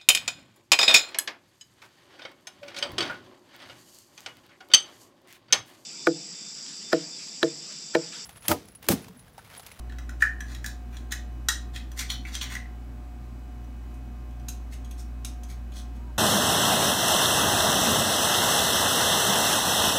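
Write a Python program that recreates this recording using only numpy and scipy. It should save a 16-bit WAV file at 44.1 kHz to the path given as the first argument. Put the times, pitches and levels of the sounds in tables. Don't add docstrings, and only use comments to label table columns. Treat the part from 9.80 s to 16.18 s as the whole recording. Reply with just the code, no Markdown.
import sys
import numpy as np
from scipy import signal
from scipy.fft import rfft, irfft
from scipy.io import wavfile
from scipy.ndimage import uniform_filter1d

SR = 44100
rng = np.random.default_rng(int(sys.argv[2]) if len(sys.argv) > 2 else 0)


def wav_out(sig):
    wavfile.write(sys.argv[1], SR, np.round(np.clip(np.atleast_2d(sig).T, -1, 1) * 32767).astype(np.int16))


def magnitude_from_level(level_db):
    exponent = np.asarray(level_db, float) / 20
    return 10 ** exponent


N = 281358

# pitch_hz [Hz], peak_db [dB], t60_s (time to fade by 60 dB) [s]
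SHELL = [(2980, -6, .008), (3440, -7, .008), (3800, -6, .009), (4050, -7, .008), (4500, -7, .008),
         (3700, -6, .0012), (2350, -9, .004)]
# pitch_hz [Hz], peak_db [dB], t60_s [s]
HOLLOW = [(1270, -28.5, 0.0095), (1720, -21.5, 0.01), (1877, -7.5, 0.0048), (2080, -13, .01),
          (2340, -25.5, 0.018)]

HOLLOW_SHUT_HZ, HOLLOW_RISE_HZ_PER_S = 1620, 97
SHAFT_HZ, WHINE_HZ, BUZZ_HZ = 58.63, 986.4, 119.88
SLOT_HZ, SLOT_TWIN_HZ, FAN_HZ, PUMP_HZ, IDLER_HZ = 602.53, 604.7, 527.76, 752., 34.96


def walk(rate_hz):
    k = int(SR / rate_hz)
    steps = np.repeat(rng.standard_normal(N // 1000), k)[:N]
    smooth = uniform_filter1d(uniform_filter1d(steps, k), k)
    return smooth / smooth.std()


def cooler():
    # time_s [s], level_db [dB]
    shaft = [(0.0, -35.5), (0.14, -35), (0.85, -36.5), (2.1, -36), (3.62, -38.5), (5.12, -35.5),
             (6.11, -35.5), (6.38, -36.5)]
    # first_hz [Hz], second_hz [Hz], first_db [dB rms],
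    # second_db [dB rms], in_step_s (when they line up) [s]
    pairs = [(2 * SHAFT_HZ, BUZZ_HZ, -59, -53, .05), (4 * SHAFT_HZ, 2 * BUZZ_HZ, -58, -58, .113),
             (SLOT_HZ, SLOT_TWIN_HZ, -71, -76, .378),
             (SLOT_HZ + BUZZ_HZ, SLOT_TWIN_HZ + BUZZ_HZ, -68, -63, .074),
             (2 * FAN_HZ, 1058.66, -74, -71, .307), (2 * SLOT_HZ, 2 * SLOT_TWIN_HZ, -74, -80, 0)]
    # pitch_hz [Hz], level_db [dB rms]
    lone = [(IDLER_HZ, -75), (2 * IDLER_HZ, -70), (3 * BUZZ_HZ, -71), (FAN_HZ, -76), (3 * FAN_HZ, -72),
            (PUMP_HZ, -69), (3 * PUMP_HZ, -78), (SLOT_HZ + 2 * BUZZ_HZ, -75), (82.47, -61), (257.26, -61),
            (267.25, -65), (322.2, -68), (779.4, -77), (816.5, -77), (2533., -73)]
    # time_s [s], pitch_hz [Hz], level_db [dB]
    squeak = [
        (6.12, 883, -88),
        (6.2, 940, -62),
        (6.27, 988, -60),
        (6.31, 912, -55),
        (6.34, 920, -99),
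    ]
    whine_dbs = [-85, -83, -76, -83, -86, -84, -85, -87, -91, -94, -92, -94, -90, -93]
    t = np.arange(N) / SR
    shaft_db = np.interp(t, *np.transpose(shaft)) + 0.44 * walk(5.76)
    out = magnitude_from_level(shaft_db) * np.sin(2 * np.pi * SHAFT_HZ * t)

    tones = [(hz, db, 0) for hz, db in lone]
    for first_hz, second_hz, first_db, second_db, in_step_s in pairs:
        tones += [(first_hz, first_db, in_step_s), (second_hz, second_db, in_step_s)]
    for hz, db, in_step_s in tones:
        out += magnitude_from_level(db + 1.2 * walk(3)) * np.sin(2 * np.pi * hz * (t - in_step_s))
    for k, db in enumerate(whine_dbs, start=1):
        out += magnitude_from_level(db + 2.2 * walk(5)) * np.sin(2 * np.pi * WHINE_HZ * k * t)

    s, hz, db = np.transpose(squeak)
    squeak_turns = np.cumsum(np.interp(t, s, hz)) / SR
    out += magnitude_from_level(np.interp(t, s, db, -200, -200)) * np.sin(2 * np.pi * squeak_turns)
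    return np.sqrt(2) * out


def air():
    # pitch_hz [Hz], level_db [dB per Hz]
    color = [(28, -18.5), (80, -8.5), (100, -2.5), (140, -2.5), (165, -10.5), (200, 1), (225, -7.5),
             (260, -2), (370, -9.5), (420, -16), (1300, -21), (2000, -26), (3100, -31.5), (9500, -39),
             (15500, -40)]
    f = np.fft.rfftfreq(N, 1 / SR) + 1
    hz, db = np.transpose(color)
    housing_dip_db = 5.5 * np.exp(-((f - 10500) / 450) ** 2)
    shape_db = np.interp(np.log(f), np.log(hz), db) - housing_dip_db
    bass_cut = np.minimum(f / hz[0], 1) ** 2
    noise = irfft(rfft(rng.standard_normal(N)) * magnitude_from_level(shape_db) * bass_cut, N)
    return noise / noise.std() * magnitude_from_level(-50 + 0.16 * walk(1.4))


def ring(modes, size):
    damped_s = .018
    t = np.arange(size) / SR
    hz, db, t60 = np.transpose(modes)[:, :, None]
    t60 = np.minimum(t60, damped_s * np.minimum(3000 / hz, 1) ** .5)
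    sense = (-1.) ** np.arange(len(hz))[:, None]
    decay = np.exp(-np.log(1000) * t / t60)
    return (sense * magnitude_from_level(db) / t60 * np.sin(2 * np.pi * hz * t) * decay).sum(axis=0)


def grit(size, spread_db):
    size_db = spread_db * np.minimum(rng.exponential(size=size), 4.5)
    return rng.standard_normal(size) * magnitude_from_level(size_db)


def shuffled(modes):
    chance = rng.standard_normal((len(modes), 2))
    detune = 1 + .012 * chance[:, :1] * [1, 0, 0]
    return np.array(modes) * detune + 2 * chance[:, 1:] * [0, 1, 0]


def parted(s):
    open_s = 3.4
    rise = HOLLOW_RISE_HZ_PER_S * min(s, open_s) / HOLLOW_SHUT_HZ / 2
    return np.array(HOLLOW) * [1 + rise, 1, 1]


def add(out, s, x):
    i = int(s * SR)
    out[i:i + len(x)] += x[:N - i]


def chip(out, s, crumble_s, *bodies):
    t = np.arange(1024) / SR
    burst = grit(size=1024, spread_db=3.0) * np.exp(-t / crumble_s) * (1 - np.exp(-t / 0.0013))
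    for modes, db in bodies:
        sound = signal.fftconvolve(burst, ring(modes, size=1024))
        add(out, s, sound * magnitude_from_level(db) / np.abs(sound).max())


def scrape(out, strokes, steel, stutter_db):
    for most_s, length_s, *dbs in strokes:
        start_s = most_s - 0.39 * length_s
        end_s = start_s + length_s
        t = np.arange(start_s, end_s, 1 / SR)
        catch = magnitude_from_level(stutter_db * np.repeat(rng.standard_normal(64), 128))
        swell = np.interp(t, [start_s, most_s, end_s], [0, 1, 0]) ** 1.3
        slips = (grit(size=8192, spread_db=2.6) * catch)[:len(t)] * swell
        for modes, db in zip((parted(most_s)[1:5], SHELL, steel), dbs):
            firmly_held = shuffled(modes) * [1, 1, .55]
            body = signal.fftconvolve(slips, ring(firmly_held, size=1024))
            add(out, start_s, body / body.std() * magnitude_from_level(db - 1.5))


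def prying():
    # start_s [s], hollow_db [dB], shell_db [dB], blade_db [dB],
    # pitch_hz (of the body that leads) [Hz]
    twist = [(0.0955, -35.5, -53, -65, 1730), (0.1212, -34, -52.5, -62, 1620),
             (0.184, -31.5, -53, -50.5, 1430), (0.2914, -26, -50.5, -44, 1385),
             (0.405, -27, -51, -54, 1720), (0.4207, -7, -38, -33.5, 1680), (0.4234, -0.5, -47, -58, 1770),
             (0.605, -22, -45, -43.5, 1650), (0.7128, -48, -63, -76, 2010),
             (0.7469, -32.5, -44.5, -45, 1900), (0.8425, -19, -59, -40.5, 1644),
             (0.8605, -29, -39.5, -34, 4040), (1.1677, -41, -45.5, -50.5, 3880),
             (1.3211, -17.5, -33.5, -30, 1740)]
    # start_s [s], hollow_db [dB], shell_db [dB], blade_db [dB], pitch_hz [Hz]
    cut = [(1.6853, -11.5, -23.5, -20, 1880), (1.9597, -25, -36, -45, 1820),
           (2.1156, -46, -51, -46.5, 3400), (2.19, -35, -36, -33, 6100), (2.2104, -23, -40, -52, 1970),
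           (2.3005, -22.5, -23, -36, 2440), (2.451, -24, -53, -58, 2270), (2.5508, -43, -31, -32.5, 5860),
           (2.611, -33, -27.5, -55, 4030), (2.7504, -19, -42.5, -41, 1920), (2.7651, -25, -56, -60, 2010),
           (2.7994, -40, -64, -70, 2020), (2.8552, -39, -70, -72, 2030)]
    # loudest_s [s], length_s [s], hollow_db [dB], shell_db [dB], blade_db [dB]
    strokes = [(.415, 0.054, -68, -59, -47.5), (.71, 0.16, -56, -58, -56.5), (.87, 0.15, -64, -62, -57),
               (1.14, .1, -56.5, -66, -63), (1.32, 0.041, -45.5, -44, -44.5),
               (1.958, 0.074, -52.5, -52, -50.5), (2.185, .07, -45, -50, -44.5),
               (2.202, 0.063, -43, -56, -39), (2.313, 0.079, -54, -41, -43), (2.48, .1, -52, -61, -54.5),
               (2.545, 0.08, -47.5, -49, -42.5), (2.624, 0.041, -44.5, -38, -40),
               (2.655, 0.068, -50, -62, -55), (2.722, .1, -43.5, -51.5, -46.5)]
    # pitch_hz [Hz], peak_db [dB], t60_s [s]; the last two are the broad crack
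    blade_modes = [(5400, -5, 0.006), (5720, 3.5, 0.0072), (5930, 3, 0.0087), (6380, 0.5, 0.0086),
                   (6820, -6, 0.005), (7800, -8, 0.0051), (8080, -7, 0.0053), (9110, -6, 0.011),
                   (9570, -6.5, 0.0096), (12500, -16, 0.0041), (12060, -14, 0.0028), (14240, -16, 0.0017),
                   (5980, 0, 0.0011), (12500, -18, 0.00018)]
    out = np.zeros(N)
    for s, hollow_db, shell_db, blade_db, hz in twist + cut:
        hollow_leads = hz < 2700
        hollow_hz = hz if hollow_leads else HOLLOW_SHUT_HZ + HOLLOW_RISE_HZ_PER_S * s
        shell_hz = 3950 if hollow_leads else hz
        hollow = np.vstack([(hollow_hz, 0, .017), shuffled(parted(s))])
        shell = np.vstack([(shell_hz, -1, .01), shuffled(SHELL)])
        blade = shuffled(blade_modes)
        in_hinge = s < cut[0][0]
        blade[:, 1] += -4.5 * in_hinge * (blade[:, 0] < 6600)
        chip(out, s, 0.0033, (hollow, hollow_db - 6), (shell, shell_db + 6.5), (blade, blade_db + 10.0))
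    scrape(out, strokes, blade_modes, stutter_db=3)
    return out


def laying():
    # start_s [s], shell_db [dB], lid_db [dB], lid_hz [Hz]
    touches = [(3.8404, -68, -64, 6170), (4.1403, -72, -61, 6530), (4.507, -59, -63, 5860),
               (4.595, -58, -62, 5910), (4.6833, -39, -34, 5930), (4.936, -62, -52, 5250),
               (5.0454, -53, -52, 7100), (5.1094, -48, -47, 5460), (5.447, -38, -30, 6885),
               (5.6323, -54, -47, 6100), (5.919, -51, -58, 6070)]
    # loudest_s [s], length_s [s], hollow_db [dB], shell_db [dB], lid_db [dB]
    strokes = [
        (4.1, .11, -79, -83, -77),
        (4.93, .08, -57, -73, -57.5),
        (5.195, 0.074, -73, -68, -54.5),
        (5.482, 0.051, -82, -71, -65),
        (5.703, .075, -59.5, -60, -55),
        (5.97, 0.12, -58, -53, -53.5),
        (6.16, .05, -73, -70, -69),
    ]
    # pitch_hz [Hz], peak_db [dB], t60_s [s]; the last two are the broad crack
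    lid_modes = [(5700, 0.5, 0.0092), (5980, 5, 0.016), (6530, -1.5, 0.0079), (7520, -1, 0.0081),
                 (8100, -1, 0.011), (9130, 0, 0.01), (9980, -1, 0.0055), (11900, -20, 0.0081),
                 (12200, -1, 0.0042), (14400, -16, 0.0036), (6770, -1.5, 0.00093), (12300, -8.5, 0.00061)]
    out = np.zeros(N)
    for s, shell_db, lid_db, lid_hz in touches:
        shell_hz = 2850 + 32.5 * (shell_db + 58.5)
        hollow = np.vstack([(2400, -8, .015), shuffled(HOLLOW)])
        shell = np.vstack([(shell_hz, 0, .012), (2800, -4, .01), shuffled(SHELL)])
        lid = np.vstack([(lid_hz, 4, .012), shuffled(lid_modes)])
        chip(out, s, 0.0063, (hollow, shell_db - 12.0), (shell, shell_db + 3.0), (lid, lid_db + 8.0))
    scrape(out, strokes, lid_modes, stutter_db=2.8)
    return out


def kitchen(x, wet_db, gap_s):
    # pitch_hz [Hz], t60_s [s]
    echo = [(1000, 0.27), (2000, 0.31), (4000, 0.31), (8000, 0.24), (15000, 0.17)]
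    t = np.arange(SR // 2) / SR
    hz, t60 = np.transpose(echo)
    tail = 0
    for centre in 700 * 2 ** np.arange(0, 4.6, .5):
        edges = [centre / 2 ** .25, min(centre * 2 ** .25, .45 * SR)]
        band = signal.butter(2, edges, "bandpass", fs=SR, output="sos")
        decay_s = np.interp(np.log(centre), np.log(hz), t60)
        noise = signal.sosfilt(band, rng.standard_normal(len(t)))
        tail = tail + noise * np.exp(-np.log(1000) * t / decay_s)
    tail = tail * (1 - np.exp(-(t / gap_s) ** 2))
    return signal.fftconvolve(x, tail * magnitude_from_level(wet_db) / np.sqrt(np.sum(tail ** 2)))[:N]


def scene():
    near = prying() + laying()
    near = signal.sosfilt(signal.butter(3, 1000, "highpass", fs=SR, output="sos"), near)
    return (near + kitchen(near, wet_db=-4, gap_s=0.0012) + cooler() + air())[None]


def roll_off(x):
    return signal.sosfilt(signal.butter(12, 16650, fs=SR, output="sos"), x)


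def record(dry):
    top_cut = signal.ellip(8, .2, 40, 15750, fs=SR, output="sos")
    mix = signal.sosfilt(top_cut, dry)
    return roll_off(mix)


dry = scene()
out = record(dry)
wav_out(out)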